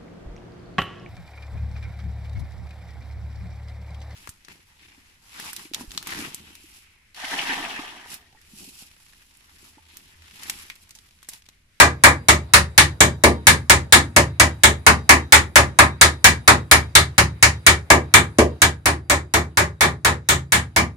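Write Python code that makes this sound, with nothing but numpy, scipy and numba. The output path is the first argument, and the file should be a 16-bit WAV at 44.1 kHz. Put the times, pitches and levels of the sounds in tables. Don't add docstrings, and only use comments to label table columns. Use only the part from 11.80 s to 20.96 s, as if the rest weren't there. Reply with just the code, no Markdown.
import sys
import numpy as np
from scipy import signal
from scipy.fft import rfft, irfft, next_fast_len
from scipy.io import wavfile
from numba import njit

SR = 44100
rng = np.random.default_rng(int(sys.argv[2]) if len(sys.argv) > 2 else 0)


def file_out(sig):
    cols = np.atleast_2d(sig).T
    lim = np.clip(cols, -1, 1)
    pcm = np.round(lim * 32767).astype(np.int16)
    wavfile.write(sys.argv[1], SR, pcm)


def gain_from_db(level_db):
    decades = np.asarray(level_db, float) / 20
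    return 10 ** decades


N = 403956
PAD = SR // 10

# start_s [s], blow_db [dB], wood_db [dB], metal_db [dB]
FIRST_RIVET_BLOWS = [(-.002, 5.5, -21.5, -12.5), (0.237, 6.5, -22.5, -13.5), (0.485, -1.5, -18, -8.5),
                     (0.736, 2.5, -25.5, -9), (0.978, 2, -22.5, -8), (1.205, -2, -15.5, -7),
                     (1.437, -4, -8.5, -10), (1.669, 3, -23, -8.5), (1.897, 1, -19.5, -8.5),
                     (2.124, 4.5, -19.5, -8), (2.363, -2.5, -15.5, -9.5), (2.598, -1, -19.5, -9.5),
                     (2.835, 1, -20.5, -8.5), (3.065, 3, -20, -12.5), (3.292, 5, -21, -12),
                     (3.523, 6.5, -24.5, -10), (3.757, 3, -19.5, -11), (3.988, 3, -20.5, -14.5),
                     (4.212, 3, -22.5, -8), (4.443, 4, -25, -9), (4.677, 3.5, -19.5, -12),
                     (4.913, 2.5, -23, -9.5), (5.152, 1, -23.5, -7), (5.38, -3.5, -19.5, -9),
                     (5.626, 0.5, -24.5, -8.5), (5.865, 2.5, -24.5, -9), (6.102, 1, -15, -12.5),
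                     (6.339, 4, -22, -10.5), (6.585, -10.5, -2.5, -9)]
# start_s [s], blow_db [dB], wood_db [dB], metal_db [dB]
LAST_RIVET_BLOWS = [
    (6.818, 5.5, -21, -9),
    (7.057, 4, -15.5, -10.5),
    (7.298, 5.8, -18, -10),
    (7.538, 3.5, -15, -10.5),
    (7.772, 7.1, -20.5, -12),
    (8.008, 10.5, -20.5, -12.5),
    (8.248, 7.5, -21, -12.5),
    (8.488, 6.1, -20.5, -7),
    (8.721, 8.4, -23.5, -9.5),
    (8.962, 5.8, -17, -11.5),
]
# pitch_hz [Hz], level_db [dB], t60_s [s]
METAL_MODES = [(3386, -2.5, 0.0014), (3824, -1.5, 0.0031), (5445, 3.5, 0.0012), (7130, 3, 0.0017),
               (9200, 0.5, 0.0012), (11360, -5, 0.00077), (14000, -21.5, 0.004)]
# pitch_hz [Hz], level_db [dB], t60_s [s]
PLANK_MODES = [(205, -7.5, 0.008), (242, 4, 0.048), (346.7, 3.5, 0.05), (440, -1.5, 0.042),
               (496, -3.5, 0.039), (583, 0, 0.038), (710, -4.5, 0.024)]


def blows():
    return np.transpose(np.vstack([FIRST_RIVET_BLOWS, LAST_RIVET_BLOWS]))


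def hammer():
    # pitch_hz [Hz], level_db [dB], t60_s [s]
    rib_modes = [(1229, -3.5, 0.028), (1470, 3.5, 0.009), (1630, 0, 0.026), (1828, 5.5, 0.01),
                 (1994, -1.5, 0.03), (2035, 0, 0.017), (2320, -2, 0.022), (2425, -6, 0.016),
                 (2660, -9, 0.0062)]
    # pitch_hz [Hz], level_db [dB], t60_s [s]
    strake_modes = [(799, -3.5, 0.025), (909, -1.5, 0.025), (1036, 2, 0.022), (1192, -4, 0.053)]
    start_s, blow_db, wood_db, metal_db = blows()
    body_db = 23 + 0.45 * wood_db - 0.66 * metal_db
    crack = ring(METAL_MODES, start_s, blow_db + metal_db + 38.5, 1.0, 0.7, size=1024)
    knock = ring(rib_modes, start_s, blow_db + 26.5, 2.0, 0.33, size=4096)
    body = ring(strake_modes, start_s, blow_db + body_db, 0.37, 0.52, size=4096)
    thud = ring(PLANK_MODES, start_s, blow_db + wood_db + 39, 2.0, 0.66, size=4096)
    return crack + knock + body + thud


def near():
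    start_s, blow_db, wood_db, metal_db = blows()
    tick = ring(METAL_MODES, start_s, blow_db + metal_db + 17.0, 1.1, 0, size=1024, count=1)
    thump_db = blow_db + 1.62 * wood_db + 36
    thump = ring(PLANK_MODES, start_s, thump_db, 2.2, 0, size=4096, count=1, rise=0.012)
    return tick + thump


def boom():
    # pitch_hz [Hz], level_db [dB], t60_s [s]
    hull_modes = [(58.7, -16, 0.23), (63.7, -20.5, 0.77), (76.37, 2, 0.4), (93.25, -5, 0.35),
                  (101, -7.5, 0.32), (106.7, -10.5, 0.49), (125.8, -11.5, 0.41), (133.43, -11.5, 0.58),
                  (146.5, -6.5, 0.32), (162.3, -11.5, 0.46), (184.4, -12, 0.23), (197, -12, 0.28)]
    boom_db = np.repeat([18.5, 24], [len(FIRST_RIVET_BLOWS), len(LAST_RIVET_BLOWS)])
    start_s = blows()[0] + 0.002
    swing = ring(hull_modes, start_s, boom_db, 2.5, 0, size=SR, count=1, sense=0.98, rise=0.0045)
    return signal.sosfilt(signal.butter(2, 58, "highpass", fs=SR, output="sos"), swing)


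def ring(modes, s, db, scatter_db, stray, size, count=4, sense=-1, rise=0):
    hz, mode_db, t60 = np.transpose(modes)
    decay = np.log(1000) / t60
    bank = np.exp(np.outer(2j * np.pi * hz - decay, np.arange(size) / SR)).imag
    bank *= 1 - np.exp(-np.arange(1, size + 1) / (rise * SR + 1e-3))
    chance = rng.standard_normal((len(s), len(hz) + count))
    mode_gain = sense ** np.arange(len(hz)) * gain_from_db(mode_db + scatter_db * chance[:, count:])
    waves = mode_gain @ bank
    blends = np.eye(count)[0] + stray * chance[:, :count]
    out = np.zeros((count, N + PAD + SR + size))
    starts = PAD + (s * SR).astype(int)
    for k, gain, wave, blend in zip(starts, gain_from_db(db), waves, blends):
        out[:, k:k + size] += gain * np.outer(unit(blend), unit(wave))
    return out[:, :N + PAD]


def unit(x):
    return x / np.sqrt(np.sum(x ** 2))


def tools(count=4):
    # pitch_hz [Hz], level_db [dB], t60_s [s]
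    tool_modes = [(930, -5, .2), (1540, -9, .15), (1860, -8, .15), (2750, -15, .1), (3190, -13, .12),
                  (3560, -12, .1), (3820, -4, .2), (4770, -6, .15), (5870, -10, .12), (6630, -17, .1),
                  (7090, -14, .1), (9500, -10, .01)]
    # start_s [s], level_db [dB]
    jingle = [
        (0, -66),
        (1.1, -62.5),
        (5.3, -63.5),
        (6.7, -66),
        (7.0, -71),
    ]
    settle_s = (0.091, 0.12)
    hop_s = np.repeat(blows()[0], count)
    chance = rng.random((len(hop_s), 2))
    land_s = hop_s + np.interp(chance[:, 0], (0, 1), settle_s)
    clink_db = np.interp(land_s, *np.transpose(jingle)) + 44 - 10 * chance[:, 1]
    return ring(tool_modes, land_s, clink_db, 2.5, 1.5, size=8192, rise=0.006)


def shed(size=SR // 2):
    # pitch_hz [Hz], level_db [dB], t60_s [s], first_db (first echoes over the tail) [dB],
    # like (left-right likeness) [0-1], pan_db (left minus right) [dB]
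    shed_bands = [(150, 3, 0.36, -5, 1, 11), (280, -4, 0.34, -9.5, 1, -1.5), (578, 7, 0.21, -3, 0.8, 1.1),
                  (1410, 0.5, 0.19, 1, 0.17, 0.5), (2930, 7, 0.16, -3, 0, 2), (5300, -7.5, .17, 1, 0.12, 5),
                  (9400, 0, 0.15, 0.5, 0, -1.5), (15000, -4, 0.14, 5.5, 0.6, -9)]
    hz, masks = bands(size)
    known_hz, *known = np.transpose(shed_bands)
    columns = [np.interp(np.log(hz), np.log(known_hz), column)[:, None] for column in known]
    level_db, t60, first_db, like, pan_db = columns
    t = np.arange(size) / SR
    fall_db = first_db * np.exp(-t / 0.015) - 60 * t / t60
    echoes = pair((len(hz), size), np.clip(like, 0, 1)) * gain_from_db(fall_db)
    weights = gain_from_db(level_db + np.array([pan_db, -pan_db]) / 2) / np.sqrt(t60)
    tail = irfft(np.sum(rfft(echoes * weights) * masks, axis=1), size)
    tail[:, size // 2:] *= np.linspace(1, 0, size - size // 2)
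    tail[0] = np.roll(tail[0], 9)
    return unit(tail)


def bands(size):
    octave = np.log2(np.fft.rfftfreq(size, 1 / SR) + 1)
    centres = np.arange(5, 14.6, 0.5)
    distance = np.clip(octave - centres[:, None], -0.5, 0.5)
    return 2 ** centres, np.cos(np.pi * distance)


def pair(shape, like):
    mid, side = rng.standard_normal((2,) + shape)
    mid = mid * np.sqrt((1 + like) / 2)
    side = side * np.sqrt((1 - like) / 2)
    return np.array([mid + side, mid - side])


def whine():
    # pitch_hz [Hz], width_hz [Hz], level_db [dB]
    hiss_bands = [
        (3820, 300, -67),
        (4780, 150, -72),
        (10000, 1500, -70.5),
    ]
    out = np.zeros((2, N + PAD))
    for hz, width, db in hiss_bands:
        edges_hz = (hz - width / 2, hz + width / 2)
        sos = signal.butter(2, edges_hz, "bandpass", fs=SR, output="sos")
        band = signal.sosfilt(sos, pair((N + PAD,), 0.3))
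        out += band / np.std(band) * gain_from_db(db + 3.0 * waver(N + PAD, step=4000))
    return out


def air():
    # pitch_hz [Hz], level_db [dB per Hz]
    air_spectrum = [(40, -25), (86, 7), (200, -14.5), (500, -13), (1000, -18), (2000, -20.5), (3000, -29.5),
                    (7500, -38), (10000, -33.5), (16000, -57.5)]
    size = next_fast_len(N + PAD)
    hz, masks = bands(size)
    known_hz, known_db = np.transpose(air_spectrum)
    out = np.zeros((2, size))
    for f, mask in zip(hz, masks):
        like = np.clip(1.1 - f / 900, 0, 1)
        noise = irfft(rfft(pair((size,), like)) * mask, size)
        level_db = np.interp(np.log(f), np.log(known_hz), known_db)
        out += noise * gain_from_db(level_db + 2.5 * waver(size, step=2500))
    return out[:, :N + PAD] / np.std(out) * gain_from_db(-46)


def waver(size, step):
    knots = np.arange(0, size + step, step)
    return np.interp(np.arange(size), knots, rng.standard_normal(len(knots)))


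def scene():
    heard = np.zeros((2, N + PAD))
    for path in hammer() + tools():
        heard += signal.oaconvolve(path[None], shed(), axes=1)[:, :N + PAD]
    return (heard + near() + boom() + whine() + air())[:, PAD:]


@njit
def follow(x, attack, release):
    e, out = x[0], np.empty(len(x))
    for i in range(len(x)):
        e += (x[i] - e) * (attack if x[i] > e else release)
        out[i] = e
    return out


def top_cut(x):
    return signal.sosfilt(signal.butter(12, 16120, fs=SR, output="sos"), x)


def record(dry):
    sinks_s = (6.736, 6.91)
    ported = signal.sosfilt(signal.butter(3, 52.7, "highpass", fs=SR, output="sos"), dry)
    attack_s, release_s = 0.021, 0.019
    envelope = follow(np.abs(ported).max(axis=0), 1 / (attack_s * SR), 1 / (release_s * SR))
    squeezed = ported * np.minimum(1, gain_from_db(-10.0) / (envelope + 1e-9)) ** 0.057
    ceiling = 0.9
    rounded = squeezed / (1 + np.abs(squeezed / ceiling) ** 4) ** (1 / 4)
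    volume = gain_from_db(-8 * np.interp(np.arange(N) / SR, sinks_s, (0, 1)))
    dulled = signal.sosfilt(signal.ellip(8, 0.2, 60, 16060, fs=SR, output="sos"), rounded * volume)
    mix = signal.sosfilt(signal.butter(2, 42, "highpass", fs=SR, output="sos"), dulled)
    return top_cut(mix)


dry = scene()
out = record(dry)
file_out(out)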